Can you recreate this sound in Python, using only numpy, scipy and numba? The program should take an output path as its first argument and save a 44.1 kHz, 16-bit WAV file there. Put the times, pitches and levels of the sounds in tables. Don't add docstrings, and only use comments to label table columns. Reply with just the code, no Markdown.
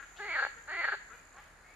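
import sys
import numpy as np
from scipy import signal
from scipy.fft import rfft, irfft
from scipy.io import wavfile
from scipy.ndimage import uniform_filter1d, map_coordinates
from numba import njit

SR = 44100
rng = np.random.default_rng(int(sys.argv[2]) if len(sys.argv) > 2 else 0)


def int16_out(signal):
    q = np.round(np.clip(np.atleast_2d(signal).T, -1, 1) * 32767)
    wavfile.write(sys.argv[1], SR, q.astype(np.int16))


N = 77175
TIME = np.arange(N) / SR


def undb(db):
    return 10 ** (np.asarray(db) / 20)


def unit(x):
    return x / np.sqrt(np.mean(x ** 2) + 1e-18)


def curve(rows, column=1):
    rows = np.array(rows, float)
    return np.interp(TIME, rows[:, 0], rows[:, column])


def on_bins(points, size):
    hz, value = np.array(points, float).T
    return np.interp(np.log(np.fft.rfftfreq(size, 1 / SR) + 1), np.log(hz), value)


def colour(x, points, size=4096):
    cepstrum = irfft(np.log(undb(on_bins(points, size))))
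    cepstrum[1:size // 2] *= 2
    cepstrum[size // 2 + 1:] = 0
    impulse = irfft(np.exp(rfft(cepstrum)))
    return signal.fftconvolve(x, impulse)[:len(x)]


@njit
def swept_bandpass(x, hz, width):
    y, band, low = np.empty(len(x)), 0., 0.
    for i in range(len(x)):
        g, damping = np.tan(np.pi * hz[i] / SR), width[i] / hz[i]
        v = (band + g * (x[i] + 1e-18 - low)) / (1 + g * (g + damping))
        band, low = 2 * v - band, low + 2 * g * v
        y[i] = damping * v
    return y


def ring(x, hz, width):
    return swept_bandpass(x, hz * np.ones(N), width * np.ones(N))


def drift(rate_hz):
    lowpass = signal.butter(2, rate_hz, fs=SR, output="sos")
    return unit(signal.sosfilt(lowpass, rng.standard_normal(2 * N))[N:])


def place(x, pan_db, lag_s=0):
    late = map_coordinates(x, [np.arange(N) - lag_s * SR], mode="nearest")
    return np.array([late * undb(pan_db / 2), x * undb(-pan_db / 2)])


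def level_out(x, size=440):
    power = uniform_filter1d(uniform_filter1d(x ** 2, size), size // 2)
    return x / np.sqrt(np.abs(power) + power.max() / 1000)


# frequency in Hz, relative level in dB.
AIR_EQ = [(15, -21), (32, -4), (60, 3.5), (120, -3), (250, -6), (450, -6), (750, -3.5), (1100, -3),
          (1700, 0.5), (2300, -7.5), (3200, -20), (4400, -14.5), (5500, -21.5), (10000, -21), (14000, -33)]
# frequency in Hz, likeness of the two ears from 0 to 1.
AIR_LIKENESS = [(50, 0.8), (500, 0.8), (1500, 0.48), (3000, 0.35), (8000, 0.07)]


def air(level_db=-60):
    alike = np.clip(on_bins(AIR_LIKENESS, N), 0, 1)
    tone = undb(on_bins(AIR_EQ, N))
    mid, side = (irfft(rfft(rng.standard_normal(N)) * tone * np.sqrt(share), N)
                 for share in (1 + alike, 1 - alike))
    return np.array([mid + side, mid - side]) / np.std(mid) * undb(level_db + .5 * drift(4))


# harmonic number, level in dB.
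HUM_PARTIALS = [(1, -68), (2, -80), (3, -91)]


def hum(hz=39.1, wander=.02):
    phase = 2 * np.pi * np.cumsum(hz * (1 + wander * drift(2.1))) / SR
    return sum(-undb(db + .5 * drift(6.5)) * np.sqrt(2) * np.cos(harmonic * phase)
               for harmonic, db in HUM_PARTIALS)


# note in Hz, first and last strokes per second, fall over a stroke in Hz,
# base level in dB, leftward pan in dB.
CRICKET_VOICES = [(6710, 55, 53, 515, -68, 0), (7233, 53, 52, 820, -71, 3)]
# time in seconds, gain on the solo trills in dB, chorus level in dB.
CRICKET_FADERS = [(0, -16, -61.5), (.45, 1.5, -62), (.75, 1, -69), (1.1, 1.5, -68.5), (1.35, -0.5, -75),
                  (1.55, -7, -79), (1.75, -3.5, -81)]
# frequency in Hz, relative level in dB.
CHORUS_EQ = [(5400, -47), (6000, -18), (6350, -12), (6800, -5), (7400, -8.5), (7800, -79), (8300, -31.5)]


def crickets(stroke_width=.2, bandwidth_hz=260):
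    chorus = np.array([unit(colour(rng.standard_normal(N), CHORUS_EQ)) for _ in range(2)])
    out = chorus * undb(curve(CRICKET_FADERS, column=2))
    for hz, first_rate, last_rate, fall_hz, db, pan_db in CRICKET_VOICES:
        cycles = np.cumsum(np.linspace(first_rate, last_rate, N)) / SR + rng.random()
        stroke = cycles % 1 - .5
        phase = 2 * np.pi * np.cumsum(hz - fall_hz * stroke) / SR
        gate = np.exp(-.5 * (stroke / stroke_width) ** 2)
        for ear, ear_db in enumerate((pan_db / 2, -pan_db / 2)):
            scratch = drift(bandwidth_hz / 2) * np.cos(phase) + drift(bandwidth_hz / 2) * np.sin(phase)
            out[ear] += unit(gate * scratch) * undb(db + ear_db + curve(CRICKET_FADERS))
    return out


def larynx(start, end, hz, jitter, shimmer_db):
    out, at = np.zeros(N), max(start, 0)
    for late, strong in rng.standard_normal(size=(200, 2)):
        i = int(at * SR)
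        if at > end or i >= N:
            break
        taps = np.clip(i + np.arange(-7, 9), 0, N - 1)
        offset = taps - at * SR
        click = np.sinc(offset) * np.sinc(offset / 8)
        out[taps] -= click * undb(shimmer_db[i] * strong)
        at += np.exp(jitter[i] * late) / hz[i]
    return out


# start and length in seconds, first and last pulse rate in Hz, first and last
# sac note in Hz, sac bandwidth in Hz, level in dB, throat against sac in dB, leftward pan in dB.
FAR_CROAKS = [ (-.012, 0.028, 275, 268, 1570, 1520, 260, -46, -16.5, 9.5),
              (0.017, 0.033, 285, 264, 1560, 1540, 260, -47.5, -16, 4.5),
              (0.161, 0.029, 624, 788, 2560, 3850, 2500, -57, -2.5, 5),
              (0.563, 0.039, 462.5, 465, 1400, 1640, 500, -54.5, -6.5, 8.5),
              (1.008, 0.026, 330.5, 337, 1648, 1816, 600, -61.5, -8, 12),
              (1.098, 0.06, 213.5, 260, 1210, 1543, 129.4, -52, -10, 8),
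              (1.126, 0.037, 495.4, 481, 2130, 2260, 299, -59, -0.5, 3),
              (1.326, 0.1, 350, 404.6, 970, 1200, 503, -57.5, -21, 0),
              (1.366, 0.046, 268, 291, 1380, 1750, 580, -53, -4, 2),
              (1.634, .11, 350.3, 382, 2040, 2330, 162, -62.5, -6, 6)]
# frequency in Hz, relative gain in dB.
FAR_THROAT_EQ = [(250, -37), (480, -1), (600, -17.5), (780, 4), (1100, -10.5), (1600, -8), (3000, -59),
                 (6000, -37.5)]


def far_frogs(jitter=.0267, shimmer_db=2.25, skirt_hz=1200):
    out = 0
    for start, length, hz0, hz1, sac0, sac1, width, db, throat_db, pan_db in FAR_CROAKS:
        end = start + length
        pulse_hz = curve([(start, hz0), (end, hz1)])
        clicks = larynx(start, end, pulse_hz, np.full(N, jitter), np.full(N, shimmer_db))
        sac_hz = curve([(start, sac0), (end, sac1)])
        sac = level_out(ring(ring(clicks, sac_hz, width), sac_hz, skirt_hz))
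        throat = undb(throat_db) * level_out(colour(clicks, FAR_THROAT_EQ))
        progress = np.clip((TIME - start) / length, 0, 1)
        swell = np.sqrt(np.abs(np.sin(np.pi * progress)))
        out += place((sac + throat) * swell * undb(db), pan_db)
    return out


# frequency in Hz, bandwidth in Hz, gain in dB.
SAC_MODES = [(1400, 170, -11), (1660, 80, -6), (2300, 220, -16), (2830, 160, -25)]
# frequency in Hz, relative gain in dB.
SKIN_EQ = [(500, -16.5), (1050, -3.5), (1350, 4.5), (1700, 3), (2200, -0.5), (2600, -12), (3000, -7),
           (3500, -8), (5500, -51)]


def vocal_sac(clicks, note_hz, drive, rest_hz=1570, rest_width_hz=90, rest_skirt_hz=1200):
    rise = note_hz / rest_hz
    note = ring(clicks, note_hz, rest_width_hz * rise ** 3.1)
    modes = sum(undb(db) * ring(clicks, hz, width) for hz, width, db in SAC_MODES)
    voiced = level_out(colour(note + modes, SKIN_EQ)) * drive
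    return ring(voiced, note_hz, rest_skirt_hz * rise)


# frequency in Hz, relative gain in dB.
BUZZ_EQ = [(1500, -34), (2700, 1.5), (3300, -7), (4000, 3), (4450, 14.5), (4750, 0.5), (5200, -16),
           (9000, -48), (14000, -44)]


def upper_buzz(clicks, drive, level_db=-56, at_drive_db=-33, growth=.91):
    swell = (uniform_filter1d(drive, 1500) / undb(at_drive_db)) ** growth
    return level_out(colour(clicks, BUZZ_EQ)) * undb(level_db) * swell


# centre and half length in seconds, sac and throat drive in dB.
CROAK_THROBS = [(0.389, 0.0062, -30.5, -44), (0.398, 0.0081, -29, -50.5), (.429, 0.005, -26, -38),
                (0.44, 0.002, -26, -41.5), (.451, 0.0015, -26, -37.5), (.467, 0.0024, -33, -37.5),
                (.848, 0.0083, -28, -43), (0.888, 0.0082, -28.5, -43), (0.927, 0.0054, -28.5, -44.5),
                (0.941, 0.0083, -36.5, -43)]


def effort(swell, column):
    throb_power = 0
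    for centre, half_length, *drive_db in CROAK_THROBS:
        bump = np.exp(-.5 * ((TIME - centre) / half_length) ** 2)
        throb_power += (undb(drive_db[column - 1]) * bump) ** 2
    return np.sqrt(undb(curve(swell, column)) ** 2 + throb_power)


# time in seconds, pulse rate in Hz.
CROAK_PITCH = [
    [(.186, 345.4), (.204, 429.5), (.224, 393.4), (.243, 420.6), (.27, 428.4), (.287, 359.7), (.308, 315.6),
     (.325, 341), (.342, 285.4), (.357, 317.6), (.374, 246.3), (.39, 281), (.413, 216.8), (.43, 290.4),
     (.447, 265), (.475, 284.5)],
    [(.676, 265.7), (.694, 310.8), (.706, 299), (.726, 406.2), (.738, 340.5), (.753, 415.6), (.768, 334.5),
     (.804, 343.3), (.82, 243.5), (.845, 322), (.865, 213), (.887, 288.8), (.905, 225.9), (.928, 440.7),
     (.938, 310.4), (.95, 272.1)],
]
# time in seconds, sac drive in dB, throat drive in dB.
CROAK_SWELL = [
    [(.184, -55, -69), (.2, -41, -47), (.274, -41.5, -48), (.31, -36.5, -49.5), (.34, -36, -51.5),
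     (.362, -30, -43), (.38, -34, -51), (.412, -36, -47.5), (.44, -44, -67), (.478, -45.5, -54.5)],
    [(.674, -53, -66), (.686, -41, -52.5), (.73, -37.5, -49.5), (.765, -37.5, -51), (.802, -33.5, -45),
     (.828, -36, -51.5), (.862, -38, -63), (.875, -43.5, -62), (.91, -41, -61), (.952, -48, -64)],
]
# time in seconds, note in Hz.
SAC_GLIDE = [
    [(.19, 1650), (.21, 1740), (.228, 1885), (.27, 1980), (.312, 2234), (.345, 2080), (.365, 1750),
     (.393, 1584), (.475, 1720)],
    [(.68, 1540), (.7, 1747), (.726, 1870), (.755, 1970), (.805, 2060), (.845, 1830), (.86, 1780),
     (.89, 1595), (.95, 1566)],
]
# time in seconds, roughness from 0 to 1.
ROUGHNESS = [(.19, 0.2), (.232, 0.04), (.25, 0.83), (.275, 0.36), (.33, 0.28), (.42, 0.44), (.46, 0.51),
             (.68, 0.31), (.8, 0.17), (.86, 0.37), (.93, 0.57)]
# frequency in Hz, relative gain in dB.
THROAT_EQ = [(150, -58), (290, -22), (400, 4), (550, -2), (830, 4.5), (1100, -5.5), (1500, -13.5),
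             (2500, -50.5), (6000, -80)]


def near_frog(full_jitter=.0553, full_shimmer_db=4.5):
    body, buzz, rough = 0, 0, curve(ROUGHNESS)
    for pitch, swell, glide in zip(CROAK_PITCH, CROAK_SWELL, SAC_GLIDE):
        start, end = pitch[0][0], swell[-1][0]
        clicks = larynx(start, end, curve(pitch), full_jitter * rough, full_shimmer_db * rough)
        sac_drive, throat_drive = effort(swell, column=1), effort(swell, column=2)
        throat = level_out(colour(clicks, THROAT_EQ)) * throat_drive
        body += vocal_sac(clicks, curve(glide), sac_drive) + throat
        buzz += upper_buzz(clicks, sac_drive)
    return place(body, pan_db=.4, lag_s=.00005), place(buzz, pan_db=3, lag_s=.000075)


# frequency in Hz, gain in dB.
ECHO_EQ = [(300, 2), (700, -10.5), (1100, 3), (1700, 3.5), (2200, 11.5), (3000, 13.5), (4500, 8),
           (8000, 23)]


def reflections(send, t60_s, delay_s=0):
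    decay = undb(-60 * TIME / t60_s) * (TIME > delay_s)
    tails = [colour(unit(rng.standard_normal(N) * decay), ECHO_EQ) for _ in range(2)]
    mono = send.mean(axis=0)
    return np.array([signal.fftconvolve(mono, tail)[:N] for tail in tails]) / np.sqrt(N)


def scene():
    body, buzz = near_frog()
    near, far = body + buzz, far_frogs()
    plant_scatter = undb(-16) * reflections(body, t60_s=.017)
    reed_scatter = undb(-.5) * reflections(buzz, t60_s=.25)
    bank_echo = reflections(undb(-17) * near + undb(-10) * far, t60_s=.69, delay_s=.016)
    return near + far + plant_scatter + reed_scatter + bank_echo + crickets() + hum() + air()


def record(dry):
    cutoff_hz = 14230
    return signal.sosfilt(signal.ellip(10, .2, 70, cutoff_hz, fs=SR, output="sos"), dry)


dry = scene()
out = record(dry)
int16_out(out)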